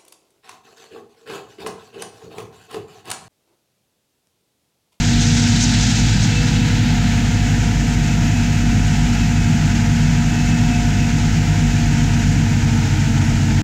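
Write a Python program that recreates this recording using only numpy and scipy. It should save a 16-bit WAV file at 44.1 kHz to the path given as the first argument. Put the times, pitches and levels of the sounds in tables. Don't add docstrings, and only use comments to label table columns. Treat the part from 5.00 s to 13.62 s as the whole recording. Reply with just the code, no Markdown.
import sys
import numpy as np
from scipy import signal
from scipy.fft import rfft, irfft, next_fast_len
from scipy.io import wavfile
from scipy.ndimage import uniform_filter1d, minimum_filter1d

SR = 44100
rng = np.random.default_rng(int(sys.argv[2]) if len(sys.argv) > 2 else 0)


def digitize_waveform(pressure):
    field = np.atleast_2d(pressure).T
    bounded = np.clip(field, -1, 1)
    quanta = np.round(bounded * 32767).astype(np.int16)
    wavfile.write(sys.argv[1], SR, quanta)


def ratio_of_db(decibels):
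    return 10 ** (np.asarray(decibels, float) / 20)


N = 380141
SECONDS = np.arange(N) / SR


def rms_one(x):
    return x / np.sqrt(np.mean(x ** 2) + 1e-20)


def drift(rate):
    every = 80
    r = np.exp(-2 * np.pi * rate * every / SR)
    noise = rng.standard_normal(N // every + 1002)
    slow = signal.lfilter([1], [1, -2 * r, r * r], noise)[1000:]
    return np.interp(np.arange(N) / every, np.arange(len(slow)), rms_one(slow))


def coloured(x, points):
    size = next_fast_len(N)
    hz, db = np.transpose(sorted(points))
    bins = np.arange(1, size // 2 + 2) * SR / size
    gain_db = np.interp(np.log(bins), np.log(hz), db, -120, -120)
    return rms_one(irfft(rfft(x, size) * ratio_of_db(gain_db), size)[:N])


def hiss(points):
    return coloured(rng.standard_normal(N), points)


def patchy(low_hz, together, own_db, own_rate):
    size = next_fast_len(N)
    white = rfft(rng.standard_normal(size))
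    place = 2 * np.log2(np.arange(1, len(white) + 1) * SR / size / low_hz)
    place = np.clip(place, 0, 7)
    out = 0
    for k in range(8):
        window = np.clip(1 - np.abs(place - k), 0, 1)
        flicker_db = together + own_db * drift(own_rate)
        out = out + irfft(white * window, size)[:N] * ratio_of_db(flicker_db)
    return out


def tone(turns, level_db, blur):
    phase = 2 * np.pi * (turns + rng.random()) + blur * drift(2.6)
    return np.sqrt(2) * ratio_of_db(level_db) * np.sin(phase)


def stack(turns, ratios, levels_db, flutter_db, blur):
    tones = 0
    for ratio, db in zip(ratios, levels_db):
        tones = tones + tone(ratio * turns, db + flutter_db * drift(5.1), blur * ratio)
    return tones


def swell(s, at, width, height):
    return height * np.exp(-.5 * ((s - at) / width) ** 2)


# (name, t/s, width/s, level/dB)
CROP_SWELLS = [("third", 3.0, .3, -1), ("third", 4.0, 0.13, 1.9), ("sixth", 1, 0.23, -2),
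               ("sixth", 3, 0.16, -2), ("sixth", 5.4, .3, -2.4), ("ninth", 0.68, 0.38, -6),
               ("ninth", 2.7, 0.25, -4), ("ninth", 4.37, 0.15, -8), ("ninth", 5.5, 0.16, -3),
               ("twelfth", 1.2, .6, 5), ("twelfth", 6.6, .6, -12), ("pass", .25, .4, 4.8),
               ("pass", 1.2, .25, -3), ("pass", 5.61, 0.24, 3.5), ("pass", 6.5, 0.084, -6),
               ("pass", 3.56, 0.27, 1.5), ("octave", 1.47, 0.22, 8.9), ("octave", 0.34, 0.2, 6.5),
               ("octave", 7.64, .3, 6), ("edge", 1.32, 0.37, -8), ("edge", 7.77, 0.17, -9),
               ("edge", 5.75, 0.078, 4.8), ("ring", 8.35, 0.28, 5.5), ("blower", 1.95, 0.59, -5.5),
               ("blower", 3.6, 0.27, -2.5), ("blower", 4.7, 0.45, 3.8), ("feed", 1.23, 0.47, 8),
               ("feed", 5.4, 0.39, 3.5), ("header", 3.7, 0.24, -8), ("header", 6.4, 0.26, -8)]
# (name, t/s, width/s, level/dB)
GEAR_SWELLS = [("whine", .42, .06, 6), ("whine", .95, 0.17, 4), ("whine", 1.36, 0.093, 8.7),
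               ("whine", 2.4, 0.17, 5), ("whine", 3.4, 0.14, 6.4), ("whine", 4.4, .1, 4.5),
               ("whine", 4.22, 0.052, 6), ("whine", 5.53, 0.21, 7.6), ("whine", 6.02, 0.055, 7),
               ("whine", 6.7, .1, 4), ("whine", 7.18, .06, 5)]


def levels(rows, excess_hz):
    ticks = np.arange(0, N + 400, 400)
    result = []
    for name, db, slope, wander_db in rows:
        swells = np.zeros(len(ticks))
        for who, at, width, gain_db in CROP_SWELLS + GEAR_SWELLS:
            if who == name:
                swells += swell(ticks / SR, at, width, gain_db)
        swell_db = np.interp(np.arange(N), ticks, swells)
        result.append(db + slope * excess_hz + wander_db * drift(2.5) + swell_db)
    return result


# (name, level/dB at rated speed, slope/dB per Hz of speed, wander/dB)
EXHAUST_TONES = [("third", -22.5, 0.33, 1), ("sixth", -21.5, -0.2, 1), ("ninth", -24.5, 0.01, 0.99),
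                 ("twelfth", -32.5, 0.68, 2.4)]
EXHAUST_BEATS = [3, 6, 9, 12]
# (beats per engine cycle, level/dB)
WEAK_BEATS = [(4, -39), (7, -35), (10, -32), (18, -42), (26, -56), (30, -56.5)]


def engine(turns, excess_hz):
    cycles = .07019 * turns
    strong_db = levels(EXHAUST_TONES, excess_hz)
    strong = stack(cycles, EXHAUST_BEATS, strong_db, flutter_db=1.0, blur=0.01)
    return strong + stack(cycles, *np.transpose(WEAK_BEATS), flutter_db=4.0, blur=0.016)


# (name, level/dB at rated speed, slope/dB per Hz of speed, wander/dB)
DRUM_TONES = [("pass", -24.5, 0.061, 1), ("octave", -47.5, 0.31, 1.7), ("edge", -39, 0.5, 0.77),
              ("ring", -50.5, -0.017, 1.6)]
DRUM_GEARING = [1.001, 2.002, 3.003, 4.004]


def knife_drum(turns, excess_hz):
    return stack(turns, DRUM_GEARING, levels(DRUM_TONES, excess_hz), flutter_db=.5, blur=.1)


# (name, level/dB at rated speed, slope/dB per Hz of speed, wander/dB)
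ROLLER_TONES = [("blower", -24.5, 0.34, 1.7), ("feed", -28.5, .01, 1.9), ("header", -27, -0.24, 1.5),
                ("cracker", -41.5, -0.62, 2.3)]
ROLLER_GEARING = [.6656, .4691, .5693, 1.3616]
SHAFT_GEARING = [.1897, .2344, .759, 1.1, 3.6436]
SHAFT_LEVELS = [-36.5, -36.5, -39.5, -45, -57]


def rollers(turns, excess_hz):
    loud = stack(turns, ROLLER_GEARING, levels(ROLLER_TONES, excess_hz), flutter_db=0.76, blur=0.17)
    return loud + stack(turns, SHAFT_GEARING, SHAFT_LEVELS, flutter_db=2.5, blur=0.48)


# (name, level/dB at rated speed, slope/dB per Hz of speed, wander/dB)
GEAR_TONES = [("whine", -46.5, .5, 0.81)]


def gearbox(turns, excess_hz):
    whine_db = levels(GEAR_TONES, excess_hz)[0] + 3 * drift(18.0)
    teeth_per_pass = 10.94
    return stack(turns, [teeth_per_pass], [whine_db], flutter_db=.5, blur=.2)


# (f/Hz, level/dB)
RUMBLE_COLOUR = [(18, -22), (30, -10), (60, -2), (108, -2), (200, -0.5), (262, -0.5), (300, -7), (330, -18),
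                 (350, -24), (385, -20.5), (410, -17.5), (500, -20), (535, -26.5), (610, -33.5)]


def rumble(excess_hz):
    return ratio_of_db(-23 + 0.05 * excess_hz) * hiss(RUMBLE_COLOUR)


# (f/Hz, level/dB)
CASING_COLOUR = [(540, -40), (600, -8), (635, -3.5), (700, -2), (769, -1.5), (853, 1), (960, -3),
                 (1020, -8), (1120, -21.5), (1200, -10), (1290, -4), (1500, -8), (1950, -23)]


def casing(gust):
    return ratio_of_db(-36 + 0.75 * gust + 0.52 * drift(2.4)) * hiss(CASING_COLOUR)


# (f/Hz, level/dB)
ROAR_COLOUR = [(760, -43), (1300, -12), (1500, -3.5), (2380, -5), (2560, -7.5), (2730, -6), (3500, -11),
               (4550, -12.5), (6910, -9), (7350, -12), (9440, -32), (10200, -32), (10900, -31),
               (11500, -34), (15800, -52)]


def roar(excess_hz, gust):
    churn = patchy(1270, gust, own_db=0.23, own_rate=12.0)
    return ratio_of_db(-29.5 + 0.06 * excess_hz) * coloured(churn, ROAR_COLOUR)


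# (f/Hz, level/dB)
STALK_COLOUR = [(1100, -19), (1500, -2), (2500, -0.5), (4000, 2), (5000, -5.5), (6000, -36)]
# (f/Hz, level/dB)
LEAF_HISS_COLOUR = [(3000, -30), (4000, -0.5), (5000, 3), (6200, 3.5), (7200, 2), (8500, -10.5),
                    (10000, -25), (11000, -50)]
# (closest t/s, level/dB there, loss/dB one second off)
STALKS_GO_BY = (0.51, -27.5, 3.5)
# (closest t/s, level/dB there, loss/dB one second off)
LEAVES_GO_BY = (0.59, -26, 13.4)
# (t/s, width/s, level/dB)
CROP_PUFFS = [(.06, 0.045, -33), (.215, .012, -26), (.27, .03, -29), (.35, .02, -28), (.615, 0.02, -25),
              (.64, .008, -24), (.82, 0.027, -30.5), (.98, .03, -33), (1.1, .02, -32), (1.24, 0.015, -27),
              (1.5, 0.055, -35)]
# (f/Hz, level/dB)
PUFF_HISS_COLOUR = [(3500, -23), (5000, -1), (6500, 4.5), (8000, -8.5), (9500, -21), (10500, -32),
                    (12000, -45)]


def passing_db(at, db, loss_db):
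    return db - loss_db * (SECONDS - at) ** 2


def spray():
    grains = patchy(1200, .6 * drift(30.0), own_db=.9, own_rate=14.0)
    stalks = ratio_of_db(passing_db(*STALKS_GO_BY)) * coloured(grains, STALK_COLOUR)
    leaves = ratio_of_db(passing_db(*LEAVES_GO_BY)) * coloured(grains[::-1], LEAF_HISS_COLOUR)
    puffs = sum(swell(SECONDS, at, width, ratio_of_db(db)) for at, width, db in CROP_PUFFS)
    return ratio_of_db(.7 * drift(25.0)) * (stalks + leaves) + puffs * hiss(PUFF_HISS_COLOUR)


# (f/Hz, level/dB)
AIR_COLOUR = [(6060, -52), (10300, -16), (11600, -9), (12200, 3), (14100, -5), (15100, -4), (15800, -2)]
AIR_LEVELS = (-55.5, -53.5)


def air():
    own = np.array([hiss(AIR_COLOUR) * ratio_of_db(db + .6 * drift(4.0)) for db in AIR_LEVELS])
    opposed = ratio_of_db(-59) * hiss([(13500, -20), (14300, -2), (15800, 0)])
    return own + opposed * [[.6], [-1]]


# (start t/s, end t/s, level/dB)
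PARTING_MOMENTS = [(0.492, .56, -49), (0.786, 0.957, -47), (1.467, 1.86, -56), (2.181, 2.385, -48.5),
                   (2.84, 2.88, -58), (3.494, 3.603, -49), (3.9, 4.014, -54), (4.71, 4.94, -51),
                   (5.225, 5.277, -56), (6.27, 6.39, -62), (7.41, 7.905, -55.5), (8.404, 8.57, -58)]
# (f/Hz, level/dB)
PARTING_SOUND = [(60, 9), (300, 4), (1000, 4), (3000, 0.5), (8000, -4), (9500, -10), (10500, -30)]


def partings():
    gate = sum(ratio_of_db(db) * ((SECONDS > start) & (SECONDS < end)) for start, end, db in PARTING_MOMENTS)
    patches = patchy(173, 1.3 * drift(5.2), own_db=6.5, own_rate=6.9)
    return gate * coloured(patches, PARTING_SOUND) * [[1], [-1]]


def turbo():
    s = SECONDS - 1.4
    hz = 10885 - 400 * np.exp(-s / .75)
    hz = hz + 46 * drift(55.0) + 12 * drift(2.0)
    level_db = -64.5 + 0.36 * s + 3 * drift(15.0)
    fade_in = np.clip(s / .3, 0, 1)
    return fade_in * tone(np.cumsum(hz) / SR, level_db, .3)


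# (t/s, knife passes f/Hz)
DRIVE_SPEED = [(0, 236.4), (.4, 236.2), (1.0, 239.6), (1.4, 241.2), (1.7, 240), (2.2, 235.8), (2.6, 237.2),
               (3.3, 235), (4.0, 239), (4.55, 233.2), (4.95, 234.6), (5.5, 239), (6.1, 235.4), (6.7, 235.3),
               (7.35, 233.2), (7.75, 228.2), (8.2, 226.3), (8.62, 225.5)]


def scene():
    rated_hz, flywheel_s = 236.5, .2
    speed = np.interp(SECONDS, *np.transpose(DRIVE_SPEED))
    speed = uniform_filter1d(speed, size=int(flywheel_s * SR))
    turns = np.cumsum(speed) / SR
    excess_hz = speed - rated_hz
    gust = 0.19 * drift(17.0) + 0.55 * drift(20.0)
    driven = engine(turns, excess_hz) + knife_drum(turns, excess_hz)
    driven = driven + rollers(turns, excess_hz) + gearbox(turns, excess_hz)
    noises = rumble(excess_hz) + casing(gust) + roar(excess_hz, gust)
    close = np.clip((N - np.arange(N)) / (.004 * SR), 0, 1)
    return close * (driven + noises + spray() + air() + partings() + turbo())


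def top_cut(x):
    return signal.sosfilt(signal.butter(12, 15900, fs=SR, output="sos"), x)


def record(dry):
    window = 331
    peak = -minimum_filter1d(-np.abs(dry[0]), size=window)
    peak_db = 20 * np.log10(peak + 1e-9)
    duck_db = uniform_filter1d(np.minimum(0, -7.5 - peak_db) * 0.51, size=window)
    return top_cut(dry * ratio_of_db(duck_db + 0.5))


dry = scene()
out = record(dry)
digitize_waveform(out)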